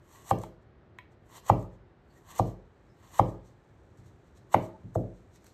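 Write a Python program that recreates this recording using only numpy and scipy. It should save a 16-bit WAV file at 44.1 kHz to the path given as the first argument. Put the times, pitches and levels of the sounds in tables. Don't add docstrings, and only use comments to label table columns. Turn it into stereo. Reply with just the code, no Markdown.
import sys
import numpy as np
from scipy import signal
from scipy.fft import rfft, irfft
from scipy.io import wavfile
from scipy.ndimage import uniform_filter1d

SR = 44100
rng = np.random.default_rng(int(sys.argv[2]) if len(sys.argv) > 2 else 0)


def unload_audio(sound):
    columns = np.transpose(np.atleast_2d(sound))
    steps = np.round(np.clip(columns, -1, 1) * 32767)
    wavfile.write(sys.argv[1], SR, steps.astype(np.int16))


N = 243873
T = np.arange(N) / SR
RING = T[:SR]

# (pitch [Hz], relative level [dB], ring time [s])
BLADE_TONES = [(1002, -4.5, 0.068), (1870, 2.5, 0.018), (2246, -4, 0.036), (2570, -6, 0.02),
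               (3280, -5.5, 0.011), (3950, -11.5, 0.013)]


def slicing(crunch_db=6.0, slip_db=1.1, stop_s=0.0057):
    # (landing [s],
    # rasp level [dB], swell time [s], crunch share [dB], delay of the draw [s], draw level [dB])
    strokes = [(0.309, -44.5, 0.034, -8, 0.12, -61), (1.495, -43.5, 0.022, -2.5, 0.11, -66),
               (2.394, -43, .029, -4, 0.084, -63.5), (3.194, -46.5, 0.044, -4, 0.091, -65),
               (4.542, -44, 0.013, -3.5, 0.093, -62.5), (4.955, -52, 0.0061, -12, .04, -73.5)]
    # (peak time [s], rasp level [dB], swell time [s], fade time [s], crunch share [dB])
    pushes = [(.155, -63, 0.071, 0.12, -2.5), (1.377, -54, 0.047, 0.017, -1.5),
              (2.178, -71.5, 0.062, 0.042, -4), (2.309, -56.5, 0.035, 0.034, -1),
              (3.05, -70.5, 0.055, 0.12, 2.5)]
    # (frequency [Hz], relative level [dB])
    rasp_spectrum = [(3000, -22.5), (4400, -9), (5200, -5), (6000, 0), (7200, 2), (8500, 2.5),
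                     (10000, -4.5), (12000, -4.5), (14000, -7), (15700, -14)]
    crunch_spectrum = [(300, -8.5), (750, 5), (1100, 13.5), (1450, -4.5), (1900, 5), (2300, -7),
                       (2900, -0.5), (3700, -2), (4500, -2), (6500, -18)]
    rasp = unit(colour(grains(per_s=4000, spread_db=-2), rasp_spectrum))
    crunch = undb(crunch_db) * unit(colour(grains(per_s=2600, spread_db=3.5), crunch_spectrum))
    moves = [(undb(db) * swell(at, rise_s, fall_s), share) for at, db, rise_s, fall_s, share in pushes]
    for at, db, rise_s, share, draw_s, draw_db in strokes:
        drive = undb(db) * swell(at, rise_s, stop_s, curve=1.15)
        draw = undb(draw_db) * swell(at + draw_s, rise_s=.04, fall_s=.036)
        moves += [(drive, share), (draw, -4)]
    rasp_level = np.linalg.norm([effort for effort, _ in moves], axis=0)
    crunch_level = np.linalg.norm([effort * undb(share) for effort, share in moves], axis=0)
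    stick_and_slip = undb(slip_db * wander(per_s=160))
    return (rasp_level * rasp + crunch_level * crunch) * stick_and_slip


def knocks(lead_in_s=.0035, settle_s=.0012, press_s=0.011):
    # (time [s], clack [dB], boom [dB], treble cut-off [Hz],
    # clack pitch [ratio], clack length [ratio], crack [dB], boom tilt [dB per octave])
    blows = [(0.3105, -11, -4.5, 1300, 1.005, 2.47, -1.5, 0.5),
             (.436, -31.5, -32, 1510, 1.1, 1.27, -15, 1.5), (1.4983, -3, .5, 1400, 1.045, 1.38, -2, -1.5),
             (2.3953, -9, -3, 1300, 0.99, 1.3, -10, -2), (3.1944, -4.5, -1.5, 1450, 1.034, 1.63, 0.5, -1.5),
             (3.979, -46, -29.5, 200, 1, 1, -48, -4.5), (4.011, -48, -28.5, 201.5, 1.1, 1, -44, -2),
             (4.5438, -1.5, -3, 1450, 1.044, 0.97, 4, 4), (4.834, -46, -18.5, 260, 0.48, 1, -40, -0.5),
             (4.9566, -12.5, -3.5, 810, 0.83, 1.03, -28, -1)]
    # (pitch [Hz], relative level [dB], ring time [s])
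    board_tones = [(533.5, -9.5, 0.028), (784.4, 0, 0.022), (1047, 0.5, 0.0068), (1209, -8, 0.015)]
    counter_tones = [(47.8, -11.5, .6), (64.5, -17, .45), (86.6, -12.5, .45), (101.2, -2, .43),
                     (114.1, 5, 0.32), (136.8, -1, 0.38), (181.3, -2.5, .44), (197.6, -8, 0.34),
                     (235.7, -17, 0.46), (286.3, -7, 0.27), (339.8, 5, 0.16), (400.8, -6.5, 0.16),
                     (560, -9.5, 0.24), (637.5, -13, 0.39)]
    # (frequency [Hz], relative level [dB])
    crack_spectrum = [(600, -8.5), (1500, -2.5), (2050, -5), (2700, -8.5), (4000, -22), (8000, -32),
                      (15000, -26)]
    jostle_spectrum = [(70, -5), (150, -8.5), (230, -1), (340, -0.5), (470, -2.5), (620, -3), (900, -15.5),
                       (1400, -34.5)]
    out, steel = np.zeros(N), undb(-37) * ring(BLADE_TONES)
    lead_in = lowpass(ring(board_tones, pitch=1.5), 1200, order=4)
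    for at, clack_db, boom_db, cutoff_hz, pitch, length, crack_db, tilt_db in blows:
        clack = lowpass(ring(board_tones, pitch, length), cutoff_hz, order=4)
        add(out, at - lead_in_s, undb(clack_db - 16) * lead_in)
        add(out, at, undb(clack_db + .5) * clack)
        burst = rng.standard_normal(SR) * np.exp(-np.abs(RING - .02) / .0018)
        add(out, at - .019, undb(crack_db - 14) * colour(burst, crack_spectrum))
        add(out, at, undb(crack_db) * steel)
        boom = undb(-23.5) * ring(counter_tones, phase_step=-1.4, tilt_db=tilt_db)
        jostle = undb(-26) * unit(colour(rng.standard_normal(SR), jostle_spectrum)) * fade(t60=0.35)
        press = undb(boom_db) * (1 - np.exp(-(RING / press_s) ** 2))
        add(out, at + settle_s, lowpass(press * (boom + jostle), cutoff_hz, order=4))
    return out


def ticks():
    # (time [s], relative ring level [dB], relative snap level [dB])
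    touches = [(0.388, -33.5, 4), (0.418, -38, 4), (.4368, -15, 7.5), (0.987, 1.5, -1.5),
               (1.628, -24.5, -6), (3.975, -36.5, -12), (4.064, -35, -13), (5.36, -24, -4.5),
               (5.445, -28, -4), (5.468, -35, 0)]
    # (frequency [Hz], relative level [dB])
    snap_spectrum = [(1200, 6), (2000, -8.5), (4000, -5.5), (6500, 0.5), (9000, 0), (15000, -7)]
    out, steel = np.zeros(N), ring(BLADE_TONES)
    for at, ring_db, snap_db in touches:
        snap = unit(colour(rng.standard_normal(SR), snap_spectrum)) * fade(t60=0.0067)
        add(out, at - .001, undb(snap_db - 49) * snap)
        add(out, at, undb(ring_db - 39) * steel)
    return out


def rubbing(squeak_s=0.014):
    # (peak time [s], level [dB], swell time [s], fade time [s])
    rubs = [(.625, -82, 0.01, .015), (1.122, -75.5, .012, .015), (1.738, -75.5, 0.026, .025),
            (3.46, -69.5, 0.017, .05), (3.985, -72, 0.013, .025), (4.068, -70.5, .025, .04),
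            (4.28, -76, 0.031, .025), (4.376, -65, 0.021, .016), (5.16, -78.5, .02, .04),
            (5.36, -64, 0.029, .018), (5.47, -64, 0.038, .04)]
    # (time [s], level [dB])
    hiss_levels = [(0, -100), (2.2, -92.5), (2.9, -84), (5.5, -80.5)]
    # (frequency [Hz], relative level [dB])
    spectrum = [(1500, -6), (3000, -4), (4000, 3), (5000, 1), (6500, 0), (8500, 0.5), (10500, -7.5),
                (15000, -16.5)]
    # (time [s], pitch [Hz], level [dB])
    squeaks = [(2.111, 4460, -68), (2.17, 1825, -61.5), (2.9, 5250, -71), (4.755, 879, -51)]
    slides = [undb(db) * swell(at, rise_s, fall_s) for at, db, rise_s, fall_s in rubs]
    hiss = undb(np.interp(T, *np.transpose(hiss_levels)))
    level = np.linalg.norm(slides + [hiss], axis=0)
    noise = unit(colour(grains(per_s=3100, spread_db=2.5), spectrum))
    out = noise * level * undb(0.79 * wander(per_s=18))
    for at, hz, db in squeaks:
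        shaky_hz = hz * (1 + 0.037 * wander(per_s=900))
        phase = 2 * np.pi * np.cumsum(shaky_hz) / SR
        out += undb(db) * np.exp(-((T - at) / squeak_s) ** 2) * np.sin(phase)
    return out


def room(x, build_s=0.0011):
    # (band centre [Hz], level [dB], ring time [s], left-right likeness [0-1])
    bands = [(132.06, -21.5, 0.91, .6), (272, -11.5, .34, .4), (434, -3.5, 0.44, 0.1), (724, -12, 0.27, 0),
             (1200, -13, 0.44, 0.5), (1600, -10, .42, .4), (2500, -2.5, 0.27, .1), (5040, -5, .38, .1),
             (7440, -17.5, .4, 0.6), (13000, -7, 0.23, 1)]
    # (delay [s], left gain [ratio], right gain [ratio])
    echoes = [(.0044, 0.19, 0.16), (.0078, 0.12, -.08)]
    log_hz = np.log(np.fft.rfftfreq(SR, 1 / SR) + 1)
    centres = np.log([row[0] for row in bands])
    response = np.zeros((2, SR))
    for k, (_, db, t60, likeness) in enumerate(bands):
        band = np.sqrt(np.interp(log_hz, centres, np.eye(len(bands))[k]))
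        noise = irfft(rfft(stereo_noise(SR, likeness)) * band, SR)
        tail = fade(t60) * (1 - np.exp(-(RING / build_s) ** 2))
        response += undb(db) * noise * tail / np.linalg.norm(tail)
    response[:, 0] += 1
    for delay_s, left, right in echoes:
        response[:, int(delay_s * SR)] += left, right
    return signal.fftconvolve(x[None], response, axes=1)[:, :N]


def air(level_db=-56.5):
    # (frequency [Hz], relative level [dB])
    air_spectrum = [(28, -25), (49, -5), (110, -2), (190, -10), (300, -12.5), (344, -7), (480, -13),
                    (700, -15), (1100, -20), (1750, -23), (2700, -33), (3900, -37), (5200, -45),
                    (8500, -60.5), (15000, -75)]
    bass = lowpass(stereo_noise(N, likeness=1.0), 370, order=2) * undb(.9 * wander(per_s=15))
    noise = stereo_noise(N, likeness=0.075)
    hiss = noise - lowpass(noise, 300, order=1)
    return unit(colour(bass + hiss, air_spectrum)) * undb(level_db)


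def swell(at, rise_s, fall_s, curve=1.3):
    return np.exp(-(np.abs(T - at) / np.where(T < at, rise_s, fall_s)) ** curve)


def ring(tones, pitch=1, length=1, phase_step=np.pi, tilt_db=0):
    hz, db, t60 = np.transpose(tones)
    gain = undb(db + tilt_db * np.log2(hz / np.median(hz)))
    return sum(gain[k] * fade(t60[k] * length) * np.sin(2 * np.pi * hz[k] * pitch * RING + k * phase_step)
               for k in range(len(hz)))


def grains(per_s, spread_db):
    clicks = rng.random(N) < per_s / SR
    direction, size = rng.standard_normal((2, N))
    return unit(clicks * np.sign(direction) * undb(spread_db * np.clip(size, -2, 2)))


def fade(t60):
    return np.exp(-np.log(1000) * RING / t60)


def wander(per_s):
    hold = int(SR / per_s)
    steps = np.repeat(rng.standard_normal(N // hold + 1), hold)
    return unit(uniform_filter1d(uniform_filter1d(steps, hold), hold)[:N])


def stereo_noise(size, likeness):
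    mid, side = rng.standard_normal((2, size))
    return mid * np.sqrt((1 + likeness) / 2) + np.outer([1, -1], side) * np.sqrt((1 - likeness) / 2)


def colour(x, points):
    hz, db = np.transpose(points)
    f = np.fft.rfftfreq(x.shape[-1], 1 / SR) + 1
    gain = undb(np.interp(np.log(f), np.log(hz), db))
    ends = np.minimum(f / hz[0], 1) ** 2 * np.minimum(hz[-1] / f, 1) ** 2
    return irfft(rfft(x) * gain * ends, x.shape[-1])


def lowpass(x, hz, order):
    return signal.sosfilt(signal.butter(order, hz, fs=SR, output="sos"), x)


def add(track, at, sound):
    start = int(at * SR)
    track[start:start + len(sound)] += sound[:N - start]


def undb(db):
    return 10 ** (np.asarray(db) / 20)


def unit(x):
    return x / np.sqrt(np.mean(x ** 2))


def scene():
    return room(slicing() + knocks() + ticks() + rubbing()) + air()


def record(dry):
    # (frequency [Hz], phase lead [radians])
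    left_lead = [(0, 0), (900, -.55), (2000, .3), (2600, 1.4), (3900, 1.2), (4500, 1.9), (5300, 4.1),
                 (5700, 5.3), (6500, 6.2), (7300, 6.35), (8900, 8.5), (10400, 10), (11800, 12.5),
                 (12800, 12.7), (14800, 15.6), (16000, 16)]
    dip_db, top_hz = -1.5, 15600
    f = np.fft.rfftfreq(N, 1 / SR)
    middle = np.interp(f, [40, 150, 3500, 5500], [0, 1, 1, 0])
    phase_shift = np.exp(1j * np.interp(f, *np.transpose(left_lead)))
    left = irfft(rfft(dry[0]) * undb(dip_db * middle) * phase_shift, N)
    top_cut = signal.ellip(10, .2, 80, top_hz, fs=SR, output="sos")
    return signal.sosfilt(top_cut, np.array([left, dry[1]]))


dry = scene()
out = record(dry)
unload_audio(out)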